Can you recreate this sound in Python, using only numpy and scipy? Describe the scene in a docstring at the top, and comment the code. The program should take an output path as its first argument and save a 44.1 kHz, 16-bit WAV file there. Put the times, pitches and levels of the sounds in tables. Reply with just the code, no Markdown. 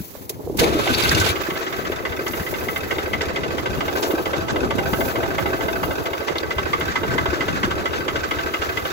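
"""A three-cylinder tractor diesel heard from the driver's seat in an open field: the key clicks, the starter
engages and cranks, the engine catches, races briefly and settles to a slow knocking idle. Each firing strikes
the ringing modes of the block; valves clack, loose parts tap and the exhaust pipe puffs. The starter is
throbbing gear noise; clicks are short bright bursts and bumps are ringing panels or low gust thumps. Flickering
noise makes the wind on a pair of microphone ports, the drone of the cab's sheet metal and the hiss."""
import sys
import numpy as np
from scipy import signal
from scipy.fft import rfft, irfft
from scipy.io import wavfile
from scipy.ndimage import uniform_filter1d

SR = 44100
rng = np.random.default_rng(int(sys.argv[2]) if len(sys.argv) > 2 else 0)


def store_pcm(level_fs):
    """Save levels as 16-bit WAV."""
    pcm = np.round(np.clip(level_fs, -1, 1) * 32767).astype(np.int16)
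    wavfile.write(sys.argv[1], SR, np.atleast_2d(pcm).T)


N = 393372
T = np.arange(N) / SR  # seconds
HZ = np.fft.rfftfreq(N, 1 / SR)

# ringing modes of block and bonnet: f/Hz, width/Hz, then level/dB when struck by cylinder 1, 2, 3,
# by a valve, and in the steady running
BLOCK_MODES = [(372.5, 16.7, -6, 1.5, 7, 14.5, 9.5), (532, 57, -1, 0.5, -5.5, -1, -26),
               (664, 17.5, 3, 2.5, 0, -14, 8), (792, 6.1, -19, 5.5, -15, -23, -14),
               (903, 135, -0.5, -4, -18, -3, -20), (1156, 74, 6, -0.5, -3, -6, 4.5),
               (1310, 32.5, 9, 2.5, -10, 8, 8.5), (1531, 58, 6, 6.5, 7.5, 12, -7),
               (2027, 67, 7.5, 1.3, -7.5, -35, -2.5), (2194, 140, -0.5, -3.5, -11, -4, -29),
               (2598, 105, -6.5, -12.5, -6, 3.5, -31), (2793, 72, 0.5, 0, -25, -24, -31),
               (3100, 490, -4.5, -11, -16, -38, -12.5), (3514, 185, -4.5, -5.5, -20, -1.5, -29),
               (3860, 69, -12, -12, -13.5, -8, -17), (4774, 146, -7.5, -12.5, -11.5, -4, -17),
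               (5600, 3000, -21, -27, -29.5, -13, -45)]
# slow changes of the surroundings: t/s, panel drone level/dB, wind buffet level/dB
SURROUNDINGS = [(0.0, -51, -39), (0.12, -47, -47), (0.57, -36.5, -29.5), (0.62, -18, -22.5),
                (0.69, -25, -26.5), (1.04, -29, -28), (1.22, -25, -28.5), (1.46, -33, -38.5),
                (3.8, -29, -32.5), (4.1, -25, -39), (4.3, -30, -37.5), (4.6, -28, -29.5), (5.99, -29, -33),
                (6.09, -31, -42.5), (7.13, -31, -30), (7.68, -29.5, -32), (7.85, -30, -35),
                (8.92, -34, -38.5)]
# slow changes of the engine: t/s, running noise level/dB, then gain/dB of the 2 kHz ring, of the band
# near 750 Hz, of the knocks near 1.1 kHz, of the block near 1.5 kHz
ENGINE_CHANGES = [(.57, -50, 0, 0, 0, 2), (.6, -31.5, 10, 12.5, 9, -4), (.85, -29.5, -8, -0.5, 5, -7),
                  (1.2, -32, -9, -5, -11, 5), (1.45, -31, 4.5, 0.5, -1, -6.5), (2, -37.5, 7.5, -3.5, 2, -1),
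                  (3.4, -35.5, 6, -1, -14, -5), (3.6, -34.5, -1, 1.5, -2, -4), (4.3, -34.5, -7.5, 5, -2, 1),
                  (5.1, -36, -1, 9.5, 0, 3), (5.5, -34, 7.5, 7, 5, 2), (5.9, -35.5, -6.5, 8.5, 0, 3.5),
                  (6.3, -36, 3.5, 2.5, 2.5, -4), (6.7, -35, 6.5, -5, 8.5, -2),
                  (7.15, -32.5, 5.5, 2.5, 8, 3), (7.6, -33.5, 2, -4, 6, 2), (8.1, -34, 2, -1.5, -4, 1),
                  (8.92, -32, 1.5, -0.5, -6, -1.5)]
# fuel burnt per stroke, as strength of the knock: t/s, level/dB
FUEL_BURNT = [(.79, -28.5), (.87, -22.5), (.98, -32), (1.05, -24), (1.26, -19.5), (1.42, -29.5),
              (1.55, -27), (2.3, -27), (3.2, -22), (4.2, -23), (6, -24), (7.4, -22), (8.93, -20.5)]
RING_HZ = 1850, 2140  # band of the block's 2 kHz ring
FIRST_FIRING_S, FIRINGS_PER_TURN = 0.790, 3 / 2


def gain_of(db):
    """Turn decibels into a plain multiplier of the wave."""
    return 10 ** (np.asarray(db) / 20)


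def evened(x):
    """Scale a sound to rms 1."""
    return x / np.sqrt(np.mean(x ** 2) + 1e-20)


def read(points, hz):
    """Read a table over frequency, with even steps in pitch."""
    f, value = np.transpose(points)
    return np.interp(np.log(hz + 1), np.log(f + 1), value)


def curve(rows, column):
    """Gain over time from a dB column, practically silent outside the table."""
    rows = np.array(rows)
    return gain_of(np.interp(T, rows[:, 0], rows[:, column], left=-120, right=-120))


def filtered(x, response):
    """Weigh the frequencies of a sound by a response."""
    return irfft(rfft(x) * response, N)


def band(lo_hz, hi_hz):
    """Response that passes one band and falls off steeply on both sides."""
    return 1 / (1 + (lo_hz / (HZ + 1)) ** 16) / (1 + (HZ / hi_hz) ** 16)


def noise(spectrum, flicker_db=0., flicker_s=0.015):
    """Coloured noise of rms 1 whose level flickers at random."""
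    x, flicker = rng.standard_normal((2, N))
    width = int(flicker_s * SR)
    flicker = evened(uniform_filter1d(uniform_filter1d(flicker, width), width))
    coloured = filtered(x, gain_of(read(spectrum, HZ)))
    return evened(coloured * gain_of(flicker_db * flicker))


def blows(s, db):
    """A train of single-sample impulses at the given moments."""
    train, keep = np.zeros(N), s < T[-1]
    train[np.round(s[keep] * SR).astype(int)] = gain_of(db[keep])
    return train


def bursts(s, db, rise_s, t60):
    """Noise under a quick rise and a decay at each moment."""
    t = T[:8000]
    shape = (1 - np.exp(-t / rise_s)) * gain_of(-60 * t / t60)
    return signal.oaconvolve(blows(s, db), shape)[:N] * rng.standard_normal(N)


def modes(column):
    """Response of the block: resonances with steep skirts, struck as one column of the mode table says."""
    response = 0
    for k, row in enumerate(BLOCK_MODES):
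        detune = 2j * (HZ - row[0]) / row[1]
        sign = (-1) ** k
        response = response + sign * gain_of(row[column]) / (1 + detune) / (1 + detune / 17.0)
    # white noise of rms 1 comes out with power 1 between 1.2 and 3.2 kHz
    middle = (HZ > 1200) & (HZ < 3200)
    return response / np.sqrt(np.sum(abs(response[middle]) ** 2) / len(HZ))


def strokes():
    """Count of firings so far, added up from the crankshaft speed."""
    # crankshaft speed: t/s, speed/turns per minute
    turning = [(0.79, 576.9), (0.93, 328.3), (1.05, 599.8), (1.2, 856.2), (1.33, 866.1), (1.55, 752.9),
               (1.85, 599.8), (2.05, 595.0), (2.24, 535.8), (2.38, 638.1), (2.5, 543.1), (3.2, 530.2),
               (3.5, 541), (3.75, 533.4), (4.0, 535), (4.2, 525), (4.45, 535.5), (5.5, 532.9), (7.0, 533.6),
               (8.0, 533), (8.4, 523.5), (8.92, 504.1)]
    count = np.cumsum(np.interp(T, *np.transpose(turning))) * FIRINGS_PER_TURN / 60 / SR
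    return count - np.interp(FIRST_FIRING_S, T, count)


def throb(depth_db, late):
    """Gain that swells once per stroke, a share `late` after the firing; a negative depth sags there."""
    return gain_of(depth_db * np.cos(2 * np.pi * (strokes() - late)))


def panel_drone():
    """Low noise of the cab's sheet metal, swaying with the engine's strokes."""
    # colour of the drone: f/Hz, level/dB
    drone_colour = [(150, -35), (240, -9), (320, 0.5), (380, 0.5), (520, -2.5), (700, -9), (1000, -11),
                    (2000, -46)]
    sway = throb(depth_db=1.5, late=0.16)
    return curve(SURROUNDINGS, column=1) * sway * noise(drone_colour, flicker_db=3.5, flicker_s=.012)


def wind():
    """Wind buffeting the ports: deep noise that flickers."""
    # colour of the buffeting: f/Hz, level/dB
    buffet_colour = [(15, -28), (30, -12.5), (70, 1), (130, 0), (220, -3), (400, -7), (900, -37)]
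    return curve(SURROUNDINGS, column=2) * noise(buffet_colour, flicker_db=4.5, flicker_s=0.013)


def treble_hiss():
    """Treble noise that swells and sinks."""
    # colour of the hiss: f/Hz, level/dB
    hiss_colour = [(3000, -9), (7000, -5.5), (10500, -5), (15000, 2.5)]
    # its swelling: t/s, level/dB
    hiss_swells = [(0.0, -35.5), (0.42, -47), (1.12, -37), (1.34, -36.5), (2.13, -42), (2.41, -31.5),
                   (3.48, -48.5), (4.12, -33.5), (4.65, -56), (4.89, -36), (5.04, -31), (5.24, -41.5),
                   (5.74, -36.5), (6.26, -43), (7.9, -45.5), (8.92, -37.5)]
    return curve(hiss_swells, column=1) * noise(hiss_colour, flicker_db=3.0)


def still_air():
    """Faint noise of the still air, with no slow changes of level."""
    # colour of the air: f/Hz, level/dB
    air_colour = [(500, -18), (1100, 9), (2500, -0.5), (7000, -6), (15000, -12)]
    return gain_of(-52.5) * noise(air_colour, flicker_db=5.5, flicker_s=0.028)


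def bumps():
    """A panel or a gust swings up and rings for a few cycles at two close pitches."""
    # dull bumps of the cab's panels, and low thumps of wind gusts near 6.6 s and 7.3 s: t/s, level/dB, f/Hz,
    # time to fall by 60 dB/s
    dull_bumps = [(0.004, -23, 192, 0.042), (0.152, -27, 562, 0.016), (0.474, -18, 468, 0.03),
                  (0.498, -17.5, 398, 0.043), (0.526, -23, 354, 0.032), (0.549, -20, 315, 0.054),
                  (0.614, -12, 468.5, 0.15), (0.749, -14.5, 309, 0.12), (0.768, -14, 400, 0.038),
                  (0.901, -17.5, 262, 0.073), (1.486, -15.5, 345, 0.042), (1.899, -16, 400, 0.031),
                  (2.4, -21, 85.5, 0.067), (2.409, -22, 185, 0.047), (4.138, -10, 336, 0.037),
                  (6.563, -21, 72, 0.1), (7.03, -22, 446, 0.15), (7.283, -23, 75, .07),
                  (7.33, -21.5, 322, 0.068), (0.868, -18, 770, 0.027), (1.092, -21, 80, 0.068),
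                  (1.126, -18.5, 150, .07), (1.146, -20, 95, .09), (1.165, -19, 322, 0.15),
                  (1.196, -17, 95.6, 0.13), (1.294, -23, 92, 0.15), (0.302, -26, 420, 0.038),
                  (7.089, -20.5, 118, 0.081), (7.147, -20, 264, 0.046), (7.636, -18.5, 223, 0.067),
                  (7.677, -18, 358, 0.044)]
    rise_cycles = 0.27
    out, t = np.zeros(N + 8000), T[:8000]
    for s, db, hz, t60 in dull_bumps:
        ring = np.sin(2 * np.pi * hz * t) + 0.29 * np.sin(2 * np.pi * 1.4 * hz * t)
        shape = (1 - np.exp(-t * hz / rise_cycles)) ** 2 * gain_of(-60 * t / t60)
        out[round(s * SR):][:8000] += gain_of(db) * ring * shape / shape.max()
    return out[:N]


def clicks():
    """Short bright bursts around a centre, over a weak broad crack; the narrowest ring like struck metal."""
    # key, solenoid, pinion, loud valve ticks while cranking, first hard firings, loose parts: t/s, level/dB,
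    # centre f/Hz, spread/octaves, time to fall by 60 dB/s
    metal_clicks = [(0.293, -9, 10100, 2.1, 0.052), (0.569, -15, 11200, 1.8, 0.075),
                    (0.59, -5.5, 3280, 1.4, 0.087), (0.872, -10, 2600, 0.37, 0.057),
                    (0.89, -10.5, 1500, .1, .09), (0.946, -12, 2640, .08, 0.044),
                    (0.99, -16, 3860, .2, .08), (1.048, -7, 1530, 0.089, 0.075),
                    (1.054, -12, 2690, 0.092, 0.043), (1.111, -5, 1600, 0.17, 0.088),
                    (0.9446, -8, 4550, 0.18, 0.053), (1.0236, -7, 4960, 0.13, 0.032),
                    (1.0909, -6, 4700, 0.32, 0.042), (1.147, -9, 5030, 0.33, 0.05),
                    (1.1964, -9.5, 5600, 0.55, 0.085), (1.146, -10, 2820, .12, .05),
                    (1.212, -7, 1515, 0.09, .07), (1.26, -11.5, 4000, 0.63, 0.077),
                    (2.278, -19, 5300, 0.52, 0.058), (2.7744, -21.5, 11000, 0.7, 0.048),
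                    (3.2154, -17, 5200, 0.34, 0.037), (4.022, -16.5, 4950, 0.52, 0.13),
                    (6.3824, -9, 3700, 0.26, 0.03), (6.797, -22, 12000, .8, 0.038)]
    crest_db = 6.5  # allowance for the peaks of noise above its rms
    rise_share = 0.025  # rise time as share of t60
    ringing_octaves = 0.17  # clicks narrower than this ring mostly at one pitch
    out = np.zeros(N + 4000)
    t, hz = T[:4000], np.fft.rfftfreq(4000, 1 / SR) + 1
    grains = rng.standard_normal((len(metal_clicks), 4000))
    for (s, db, centre_hz, spread, t60), grain in zip(metal_clicks, grains):
        octaves_off = np.log2(hz / centre_hz)
        colour = 0.042 + 1 / (1 + (octaves_off / (1.94 * spread)) ** 2) ** 2
        colour = colour / (1 + (900 / hz) ** 2)  # little bass
        ringing = 1 / (1 + (spread / ringing_octaves) ** 4)
        ring = evened(np.sin(2 * np.pi * centre_hz * t + grain[0]))  # random starting phase
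        crack = evened(irfft(rfft(grain) * colour))
        click = evened(ringing * ring + np.sqrt(1 - ringing ** 2) * crack)
        shape = (1 - np.exp(-t / (rise_share * t60))) ** 2 * gain_of(-60 * t / t60)
        out[round(s * SR):][:4000] += gain_of(db - crest_db) * click * shape
    return out[:N]


def running_noise():
    """Steady gear and fan noise between the modes, plus noise ringing the block, throbbing with the strokes."""
    # colour of the gears and fan: f/Hz, level/dB
    gear_fan_colour = [(410, -42), (700, -13), (1540, 2), (1770, -0.5), (2080, -13.5), (2370, -8.5),
                       (7500, -18), (9000, -27), (11700, -84), (19800, -120)]
    gears = gain_of(-2.0) * noise(gear_fan_colour, flicker_db=4.5)
    block = gain_of(-2.5) * evened(filtered(rng.standard_normal(N), modes(column=6)))
    return (gears + block) * curve(ENGINE_CHANGES, column=1) * throb(depth_db=2.2, late=0.35)


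def starter():
    """Gear noise that throbs as each cylinder passes its compression, and rings the block."""
    # colour of the whirr: f/Hz, level/dB
    whirr_colour = [(500, -21), (1000, -3), (1500, -11), (2300, -1), (3100, -4), (3700, -2), (5500, -13),
                    (8000, -12), (16000, -19.5)]
    on_s, off_s, edge_s = 0.582, 1.31, 0.018  # engages, drops out, length of both fades
    start_db, rise_db_per_s, top_db = -35.5, 24, -25  # louder as it spins up
    engage_db, engage_s = 25.5, 0.035  # extra grind while the pinion meshes, and how fast it dies away
    grind = noise(whirr_colour, flicker_db=4.0, flicker_s=0.013)
    struck = filtered(rng.standard_normal(N), modes(column=5) * band(1000, 9000))
    grind += gain_of(-6.5) * evened(struck)
    since = np.maximum(T - on_s, 0)
    db = np.minimum(start_db + rise_db_per_s * since, top_db)
    db = db + engage_db * np.exp(-since / engage_s)
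    engaged = np.clip(np.minimum(since, off_s + edge_s - T) / edge_s, 0, 1)
    return gain_of(db) * engaged * throb(depth_db=-0.5, late=0.25) * grind


def firings():
    """Moment, knock dB and gap to the next of every firing, cylinders in turn, slightly uneven."""
    # cylinders 1, 2, 3: knock against the fuel level/dB, lateness/share of the way to the next firing
    cylinder_habits = [(0.5, 0.000083), (-1, 0.01524), (-3, -0.005)]
    scatter_db, jitter_s = 1.5, 0.0006
    count = strokes()
    number = np.arange(int(count[-1]) + 1)
    db, late = np.array(cylinder_habits)[number % len(cylinder_habits)].T
    scatter, jitter = rng.standard_normal((len(number), 2)).T
    s = np.interp(number + late, count, T)
    db = db + np.interp(s, *np.transpose(FUEL_BURNT)) + scatter_db * scatter
    return s + jitter_s * jitter, db, np.diff(s, append=2 * s[-1] - s[-2])


def knocks(k, at, level):
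    """Burning fuel strikes the block: two pressure steps, burning noise, rattle and the bonnet's answer."""
    # cylinder 2's 2 kHz ring grows as the listener turns to the side, fades as he faces the bonnet: t/s, gain/dB
    turned_ring = [(0, 1), (3.5, -0.5), (4.5, 7), (5.3, 5), (6.2, 1), (6.7, -8), (8.93, -11)]
    step_db, second_db = 14, -3.5  # step against the knock level, second step against the first
    # the charge lights in two steps; the wait for the second varies
    first = at + 0.002483
    second = first + 0.003505 + 0.005015 * rng.random(len(at))
    steps = blows(first, level + step_db) + blows(second, level + step_db + second_db)
    knock = filtered(steps, band(270, 3730))
    knock += bursts(at, level + 5.5, rise_s=0.0033, t60=0.062)  # uneven burning
    knock += bursts(at, level - 8, rise_s=0.00035, t60=0.16)  # rattle that follows
    knock += filtered(blows(at + 0.014, level + 19), band(1430, 1640))  # the bonnet answers a moment later
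    knock = filtered(knock, modes(column=2 + k))
    if k == 1:
        knock += filtered(knock, band(*RING_HZ)) * (curve(turned_ring, column=1) - 1)
    return knock


def valve_clacks(k, at, level, gap):
    """A valve seats after each firing: a noise burst that rings the block."""
    # for each cylinder: delay/share of the way to the next firing, level against its average knock/dB
    valve_seating = [(0.63, -9.5), (0.64, -3), (0.566, -9)]
    delay, db = valve_seating[k]
    scatter = 2.0 * rng.standard_normal(len(at))
    clack = bursts(at + delay * gap, level.mean() + db + scatter, rise_s=0.0014, t60=0.076)
    return filtered(clack, modes(column=5))


def exhaust_puffs(at, level, gap):
    """Each puff of exhaust makes the pipe ring at its own pitch; more fuel puffs harder."""
    # for each cylinder: delay/share of the way to the next firing, level at idle fuel/dB
    puff_timing = [(0.754, -32), (0.852, -28.5), (0.904, -40)]
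    pipe_hz, t60 = 79, 0.13
    puff_per_fuel, idle_fuel_db = 1.48, -25  # dB of puff per dB of knock above the idle
    train = np.zeros(N)
    for k, (delay, db) in enumerate(puff_timing):
        puff_db = db + puff_per_fuel * (level[k::3] - idle_fuel_db)
        train += blows(at[k::3] + delay * gap[k::3], puff_db)
    t = T[:8000]
    puff = -np.sin(2 * np.pi * pipe_hz * t) * (1 - np.exp(-t / 0.0031)) * gain_of(-60 * t / t60)
    return signal.oaconvolve(train, puff)[:N]


def clatter():
    """Loose tappets and linkage: scattered taps, each ringing a single upper mode of the block."""
    taps_per_s, level_db, scatter_db = 130, -16, 3
    # taps are thickest just after a firing
    taps = rng.random(N) < taps_per_s / SR * throb(depth_db=4, late=0.25)
    scatter = gain_of(scatter_db * np.minimum(rng.exponential(1, N), 4))
    size = taps * scatter * curve(FUEL_BURNT, column=1)
    upper = [row for row in BLOCK_MODES if 1000 < row[0] < 5000 and row[1] < 200]
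    struck, out = rng.integers(0, len(upper), N), np.zeros(N)
    for k, (hz, width, *_) in enumerate(upper):
        # a two-pole resonator; r sets how long it rings, turn sets its pitch
        r, turn = np.exp(-np.pi * max(width, 50) / SR), 2 * np.pi * hz / SR
        ring = signal.lfilter([np.sin(turn)], [1, -2 * r * np.cos(turn), r * r], size * (struck == k))
        out += gain_of(level_db - 7.5 * np.log2(hz / 2000)) * ring  # higher modes weaker
    return out


def engine(s, db, gap):
    """Knocks, valves, clatter and running noise, with bands that swell and sink over time."""
    out = np.zeros(N)
    for k in range(3):
        at, level = s[k::3], db[k::3]
        out += knocks(k, at, level)
        out += valve_clacks(k, at, level, gap[k::3])
    out += filtered(out, band(910, 1170)) * (curve(ENGINE_CHANGES, column=4) - 1)
    out += clatter() + running_noise()
    out += filtered(out, band(*RING_HZ)) * (curve(ENGINE_CHANGES, column=2) - 1)
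    out += filtered(out, band(510, 926)) * (curve(ENGINE_CHANGES, column=3) - 1)
    out += filtered(out, band(1390, 1650)) * (curve(ENGINE_CHANGES, column=5) - 1)
    return out


def field(fired):
    """All sources at one point; returns the noisy part and the part that both ports share."""
    noisy = panel_drone() + wind() + treble_hiss() + still_air()
    noisy += clicks() + starter() + engine(*fired)
    return noisy, bumps() + exhaust_puffs(*fired)


def scene():
    """The right port hears partly the left's sound, later, and partly other paths."""
    # how far the left port leads: f/Hz, lead/radians
    port_lead = [(0, 0), (600, -0.5), (1290, -3.3), (1810, -1.9), (2070, -0.1), (5170, 9.7), (8180, 16.6),
                 (10900, 25.2), (14000, 29.1), (16500, 39.7)]
    # how alike the ports hear: f/Hz, likeness/0-1
    port_likeness = [(60, 0), (150, .1), (300, .44), (600, .33), (1200, .55), (3000, .47), (12000, .3)]
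    # left port against right, for equal sound: f/Hz, level/dB
    port_balance = [(60, 5.0), (180, 2.5), (550, -1.5), (1650, -1.0), (4970, -0.5), (15000, 0.5)]
    fired = firings()
    near, shared = field(fired)
    other, _ = field(fired)  # same firings, fresh noise
    alike = np.clip(read(port_likeness, HZ), 0, 1)
    lag = np.exp(-1j * np.interp(HZ, *np.transpose(port_lead)))
    tilt = gain_of(read(port_balance, HZ) / 2)
    left = filtered(near + shared, tilt)
    right = filtered(near, alike * lag / tilt)
    right += filtered(other, np.sqrt(1 - alike ** 2) / tilt)
    right += filtered(shared, 1 / tilt)
    return np.array([left, right])


def record(dry):
    """Microphone gain, the dip of its housing, then the band limit."""
    gain_db, edge_hz = 1.5, 15800
    notch_hz, notch_width_hz, notch_db = 8810, 710, -18
    dip = gain_of(gain_db + notch_db / (1 + (2 * (HZ - notch_hz) / notch_width_hz) ** 2))
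    coloured = np.array([filtered(channel, dip) for channel in dry])
    low_pass = signal.firwin(511, edge_hz, window=("kaiser", 9), fs=SR)
    return signal.oaconvolve(coloured, low_pass[None], "same")


dry = scene()
out = record(dry)
store_pcm(out)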